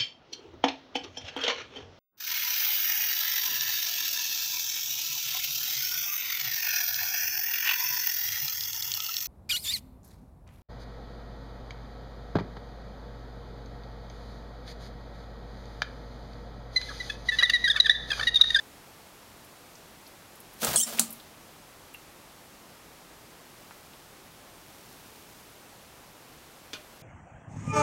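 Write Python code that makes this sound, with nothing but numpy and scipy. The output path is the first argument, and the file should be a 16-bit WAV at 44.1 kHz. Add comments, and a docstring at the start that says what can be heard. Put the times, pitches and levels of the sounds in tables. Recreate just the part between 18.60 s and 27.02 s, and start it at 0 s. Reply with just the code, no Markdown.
"""A mouse struggles as a snake strikes at it, in a small glass terrarium in a quiet room.
Claws scrabble over grit and frame, body blows boom in the panel, and the mouse gives one shrill squeak,
leaps and lands with a sharp clack in a dish. Before and after: small claw ticks, one knock on the frame.
One microphone, close, just outside the open front, hears the glass walls and a short room tail."""
import sys
import numpy as np
from scipy import signal
from scipy.fft import rfft, irfft
from scipy.io import wavfile

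SR = 44100
rng = np.random.default_rng(int(sys.argv[2]) if len(sys.argv) > 2 else 0)


def master_out(mix):
    """Clip the mix to full scale and print it as 16-bit PCM to the path in sys.argv[1]."""
    frames = np.transpose(np.atleast_2d(mix))
    ceiling = np.clip(frames, -1, 1)
    pcm = np.round(ceiling * 32767).astype(np.int16)
    wavfile.write(sys.argv[1], SR, pcm)


N = 371322
TIME = np.arange(N) / SR
CUTOFF_HZ = 15800


def from_db(db):
    """Decibels to gain."""
    return 10 ** (np.asarray(db) / 20)


def unit_rms(x):
    """Scale to rms 1."""
    return x / np.sqrt(np.mean(x ** 2) + 1e-20)


def db_at(spectrum, hz):
    """A spectrum's level at these frequencies."""
    known_hz, db = np.transpose(spectrum)
    return np.interp(np.log(hz), np.log(known_hz), db)


def colour(x, spectrum, size=4096):
    """Causal (minimum-phase) filter that keeps the power of white noise."""
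    hz = np.maximum(np.fft.rfftfreq(size, 1 / SR), 1)
    gain = from_db(db_at(spectrum, hz)) * np.minimum(hz / spectrum[0][0], 1)
    cepstrum = irfft(np.log(gain))
    response = irfft(np.exp(rfft(2 * cepstrum[:size // 2], size)))
    return signal.fftconvolve(x, response / np.linalg.norm(response))[:N]


def drift(rate_hz):
    """Smooth random wander, rms 1."""
    lowpass = signal.butter(2, rate_hz, fs=SR, output="sos")
    return unit_rms(signal.sosfilt(lowpass, rng.standard_normal(N)))


def grains(per_s, spread_db):
    """Random tiny contacts of uneven size, rms 1."""
    sizes = from_db(spread_db * np.minimum(rng.exponential(1, N), 3)) * rng.choice([-1, 1], N)
    return unit_rms(sizes * (rng.random(N) < per_s / SR))


def add(track, s, sound):
    """Mix a short sound in at time s."""
    at = round(s * SR)
    track[at:at + len(sound)] += sound[:N - at]


def burst(rise_s, decay_s, band_hz=None, size=6000):
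    """A crunching contact: noise of even spectrum that swells to rms 1 and dies away."""
    t = TIME[:size]
    envelope = np.minimum(t / rise_s, 1) * np.exp(-np.maximum(t - rise_s, 0) / decay_s)
    phases = np.angle(rfft(envelope * rng.standard_normal(size)))
    noise = irfft(np.exp(1j * phases)) * np.sqrt(envelope)
    if band_hz is not None:
        bandpass = signal.butter(2, np.clip(band_hz, 100, .45 * SR), "band", fs=SR, output="sos")
        noise = signal.sosfilt(bandpass, noise + 1e-18)
    return noise * np.linalg.norm(envelope) / np.linalg.norm(noise)


def touches(rows, width_hz, decay_s, rise_s=0.00074):
    """Small contacts (t/s, level/dB, f/Hz), each ringing in its own band."""
    out = np.zeros(N)
    for s, db, hz in rows:
        add(out, s, from_db(db) * burst(rise_s, decay_s, [hz - width_hz / 2, hz + width_hz / 2]))
    return out


def ring_modes(blows, modes, rise_s=.0005, size=16000):
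    """Every blow sets the modes ringing; they build up while the contact lasts."""
    t, out = TIME[:size], np.zeros(N)
    ring = sum(from_db(db - 60 * t / t60) * np.sin(2 * np.pi * hz * t) for hz, db, t60 in modes)
    for s, db in blows:
        add(out, s, from_db(db) * ring * np.minimum(t / rise_s, 1))
    return out


# Spectrum of the quiet room at the microphone: f/Hz, relative level/dB
AIR_SPECTRUM = [(15, -32), (25, -4), (152, -1), (184, -2), (284, -1.5), (425, -3), (620, -3), (857, -4),
                (1180, -5.5), (1430, -7.5), (1640, -8.5), (2590, -11), (8490, -17), (11400, -18),
                (15800, -22)]
# Electrical hum and whine: f/Hz, rms level/dB
HUM_TONES = [(150.7, -77.5), (11493, -73.5), (12796, -83), (15143, -86)]
def room_tone(air_db=-52, waver_rad=.3):
    """Steady air and hiss, with electrical tones that waver slightly."""
    hum = sum(from_db(db) * np.sin(2 * np.pi * hz * TIME + waver_rad * drift(rate_hz=32))
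              for hz, db in HUM_TONES)
    return from_db(air_db) * colour(rng.standard_normal(N), AIR_SPECTRUM) + np.sqrt(2) * hum


# The mouse moving about the terrarium: middle t/s, spread/s, level/dB
MOVEMENTS = [(2.3, 0.23, -48.5), (5.15, .3, -68), (6.45, 0.46, -60.5)]
# Spectrum of the floor grit, rustled or scrabbled: f/Hz, relative level/dB
GRIT_SPECTRUM = [(600, -40), (2000, 2), (3200, 4), (5500, 3.5), (8000, 0.5), (11000, 1), (15500, 1.5)]
def fur_rustle(rest_db=-63.5):
    """Fur and paws make a faint grainy rustle that swells with each movement."""
    swells = sum(from_db(db) * np.exp(-((TIME - s) / spread) ** 2) for s, spread, db in MOVEMENTS)
    return (from_db(rest_db) + swells) * colour(grains(per_s=3000, spread_db=4), GRIT_SPECTRUM)


# Thin claw scratches, close by: t/s, level/dB
CLAW_SCRATCHES = [(.8456, -53), (1.475, -51.5), (1.755, -52), (1.8015, -46.5), (1.9352, -51), (2.5046, -38),
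                  (2.5263, -37.5), (3.3395, -48.5)]
# Light taps of paws and loose grains: t/s, level/dB, centre f/Hz
PAW_TAPS = [(1.1529, -49.5, 5600), (1.4652, -48.5, 4700), (2.386, -29, 2660), (2.5982, -47, 3760),
            (3.345, -47, 2400), (5.1085, -43.5, 1390), (5.334, -50.5, 3250)]
def claw_ticks(scratch_hz=12000, ping_s=3.341, ping_db=-40, ping_hz=2730):
    """Claws scratch, paws tap, and one tap makes the dish ring."""
    scratches = touches([(s, db, scratch_hz) for s, db in CLAW_SCRATCHES], width_hz=5200, decay_s=0.008)
    ping = touches([(ping_s, ping_db, ping_hz)], width_hz=105, decay_s=0.009)
    taps = touches(PAW_TAPS, width_hz=1430, decay_s=0.007)
    return scratches + taps + ping


# Bouts of scrabbling on floor and frame: t/s, length/s, grit level/dB, wood level/dB
SCRABBLE_BOUTS = [(2.0167, 0.0094, -33.5, -41), (2.028, 0.026, -29.5, -28), (2.066, 0.056, -29.5, -30),
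                  (2.129, 0.033, -30, -31), (2.268, .045, -37, -41.5), (2.324, 0.034, -40, -41.5),
                  (2.371, .02, -39, -41)]
# Spectrum of the wooden frame under the feet: f/Hz, relative level/dB
WOOD_SPECTRUM = [(120, -14), (380, -6.5), (560, 2.5), (850, -2), (1150, -6), (1620, -5), (2100, -17),
                 (6000, -18)]
def scrabble(slip_db=-7.5, slip_s=.012, push_s=.002, sag_db_per_s=122, let_go_s=0.0057):
    """Claws drag through grit and drum on the frame: a growing slip, a push, then fading force."""
    grit_force, wood_force = np.zeros(N), np.zeros(N)
    for s, length, grit_db, wood_db in SCRABBLE_BOUTS:
        t = TIME - s
        since = np.maximum(t, 0)
        slip = from_db(slip_db) * np.exp(-np.abs(t) / slip_s) * (t < 0)
        let_go = np.exp(-np.maximum(t - length, 0) / let_go_s)
        push = np.minimum(since / push_s, 1) * from_db(-sag_db_per_s * since) * let_go
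        grit_force += from_db(grit_db) * (slip + push)
        wood_force += from_db(wood_db) * (slip ** 2 + push)
    grit = colour(grit_force * grains(per_s=7000, spread_db=4), GRIT_SPECTRUM)
    wood = colour(wood_force * grains(per_s=2500, spread_db=-1), WOOD_SPECTRUM)
    return grit + wood


# Body blows that shake the enclosure's panel: t/s, relative level/dB
BODY_BLOWS = [(2.024, -33), (2.082, -44), (2.17, -40), (2.261, -41), (2.336, -41), (2.392, -30.5),
              (2.4862, -40.5)]
# Resonances of the panel and of the floor: f/Hz, relative level/dB, t60/s
PANEL_MODES = [(227.8, 0.5, 0.28), (175, -7.5, 0.19), (300, -12.5, 0.25), (626, -5, 0.19), (794, -4, 0.2),
               (1190, 0, 0.15)]
FLOOR_MODES = [(82.6, -9, 0.11), (137, -5, 0.089)]
def enclosure_boom(thud_s=2.082, thud_db=-22.5, bounce_s=.0325, bounce_loss_db=3):
    """The animals' weight rings the panel; the strike thuds on the floor and bounces twice."""
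    thuds = [(thud_s + k * bounce_s, thud_db - k * bounce_loss_db) for k in range(3)]
    panel = ring_modes(BODY_BLOWS, PANEL_MODES, rise_s=0.0052)
    floor = ring_modes(thuds, FLOOR_MODES, rise_s=0.0024)
    # Small panels give no sub-bass, soft bodies no click.
    bandpass = signal.butter(1, [100, 420], "band", fs=SR, output="sos")
    return signal.sosfilt(bandpass, panel + floor)


# Hard hits on dish and frame: t/s, level/dB, rise/s
CLACK_HITS = [(2.0467, -17, 0.00045), (2.1586, -20, 0.00088), (2.3938, -7.5, .0019), (2.3997, -25, .0011)]
# Spectrum of those hits: f/Hz, relative level/dB
CLACK_SPECTRUM = [(250, -15), (450, -16.5), (850, -11), (1300, -7.5), (2000, -17), (3100, -11), (4500, -2),
                  (5400, -6.5), (7500, 3.5), (9800, -0.5), (11500, -5), (15500, -9.5)]
def clacks():
    """Hard, bright impacts, each a crunch of a few milliseconds."""
    out = np.zeros(N)
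    for s, db, rise_s in CLACK_HITS:
        add(out, s, from_db(db) * burst(rise_s, decay_s=0.0015))
    return colour(out, CLACK_SPECTRUM)


# Course of the squeak: t/s, pitch f/Hz, relative level/dB of the lines at odd halves of the pitch
SQUEAK_COURSE = [(2.159, 4250, -13), (2.163, 4146, -10), (2.1645, 3360, -7), (2.177, 3350, -3),
                 (2.182, 2758, -16), (2.189, 2780, -18), (2.199, 3020, -12), (2.213, 3180, -21),
                 (2.219, 3720, -20), (2.235, 3670, 6), (2.25, 3640, 14)]
# Resonances of the mouse's throat: f/Hz, relative level/dB
THROAT_SPECTRUM = [(1700, -27), (2800, -25), (3300, -9), (3700, -10.5), (4200, -12), (4900, -12),
                   (5500, -6), (6400, -9.5), (7400, 7), (8400, 2.5), (9300, -9.5), (10150, 0.5),
                   (12300, -23), (15200, -11)]
def squeak(base_db=-27, attack_s=0.0017, hold_s=0.078, release_s=0.0075, jitter=.017, rasp_db=-13):
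    """A shrill cry that yelps, holds and dies; its pitch jumps, and strain doubles its period."""
    times, course_hz, course_db = np.transpose(SQUEAK_COURSE)
    sounding = (TIME > times[0]) & (TIME < times[-1])
    t = TIME[sounding] - times[0]
    pitch = np.interp(TIME, times, course_hz) * (1 + jitter * drift(rate_hz=632))
    phase = 2 * np.pi * np.cumsum(pitch) / SR
    multiples = np.arange(1, 12)[:, None] / 2
    hz = multiples * pitch[sounding]
    doubling_db = np.interp(TIME[sounding], times, course_db) * (multiples % 1 > 0)
    gains = from_db(db_at(THROAT_SPECTRUM, hz) + doubling_db) * (hz < CUTOFF_HZ)
    partials = gains * np.sin(multiples * phase[sounding])
    voice = np.sqrt(2) * partials.sum(axis=0) / np.linalg.norm(gains, axis=0)
    rasp = from_db(rasp_db) * colour(rng.standard_normal(N), THROAT_SPECTRUM)[sounding]
    envelope = np.minimum(t / attack_s, 1) * np.exp(-np.maximum(t - hold_s, 0) / release_s)
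    yelp_db = 9.5 * np.exp(-t / 0.018)  # extra force at the start, soon spent
    crack_db = 7.5 * (t < 0.004)  # the first high note is louder still, until the voice breaks
    shimmer_db = 2.5 * drift(rate_hz=250)[sounding]
    out = np.zeros(N)
    out[sounding] = envelope * from_db(base_db + yelp_db + crack_db + shimmer_db) * (voice + rasp)
    return out


# A knock on the frame and its rebound: t/s, level/dB
FRAME_KNOCKS = [(8.1324, -32.5), (8.139, -42)]
# Spectrum of the contact: f/Hz, relative level/dB
KNOCK_SPECTRUM = [(200, -2), (480, -0.5), (1000, -3), (1900, -5), (3100, 4.5), (4600, 2), (6800, -7),
                  (9000, -16), (15000, -22)]
# Resonances of the frame: f/Hz, relative level/dB, t60/s
FRAME_MODES = [(330, -10, .08), (470, -3, 0.074), (608, 1, 0.12), (1050, -6, 0.065), (1455, 6, 0.086),
               (2477, 0, .11), (2830, 2, 0.06), (3020, 0, .06), (3520, -3, .07)]
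def frame_knock(ring_db=-15, snap_db=13):
    """The frame snaps and rattles as the mouse climbs out over it."""
    contacts = np.zeros(N)
    for s, db in FRAME_KNOCKS:
        add(contacts, s, from_db(db) * burst(rise_s=0.00029, decay_s=0.003))
        add(contacts, s, from_db([db + snap_db]))  # one-sample snap
    return colour(contacts, KNOCK_SPECTRUM) + from_db(ring_db) * ring_modes(FRAME_KNOCKS, FRAME_MODES)


def reflections(x, glass_db, room_db, treble_t60, bass_t60=0.24, split_hz=3800, size=16000):
    """Quick echoes between the glass walls, and a room tail whose bass and treble die at their own rates."""
    t = TIME[:size]
    early, late = rng.standard_normal((2, size))
    glass = from_db(glass_db) * unit_rms(early * np.exp(-t / 0.0039))
    bass = signal.sosfiltfilt(signal.butter(2, split_hz, fs=SR, output="sos"), late)
    tail = bass * from_db(-60 * t / bass_t60) + (late - bass) * from_db(-60 * t / treble_t60)
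    room = from_db(room_db) * unit_rms(tail)
    echoes = signal.fftconvolve(x, (glass + room) / np.sqrt(size))[:N]
    out = x.copy()
    add(out, 0.003, echoes)  # they reach the microphone 3 ms after the direct sound
    return out


def scene():
    """The terrarium in mono, from just outside its open front."""
    feet = reflections(scrabble() + claw_ticks(), glass_db=-8, room_db=-9.5, treble_t60=0.34)
    impacts = reflections(clacks(), glass_db=-12.5, room_db=-7.5, treble_t60=0.19)
    cry = reflections(squeak(), glass_db=-12, room_db=-10.5, treble_t60=0.29)
    knock = reflections(frame_knock(), glass_db=-1, room_db=-0.5, treble_t60=0.13)
    return (feet + impacts + cry + knock + enclosure_boom() + fur_rustle() + room_tone())[None]


def record(dry, ceiling=0.8):
    """After the microphone, the highest peaks are rounded and the top treble is cut steeply."""
    rounded = ceiling * np.tanh(dry / ceiling)
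    return signal.sosfilt(signal.ellip(12, .1, 80, CUTOFF_HZ, fs=SR, output="sos"), rounded)


dry = scene()
out = record(dry)
master_out(out)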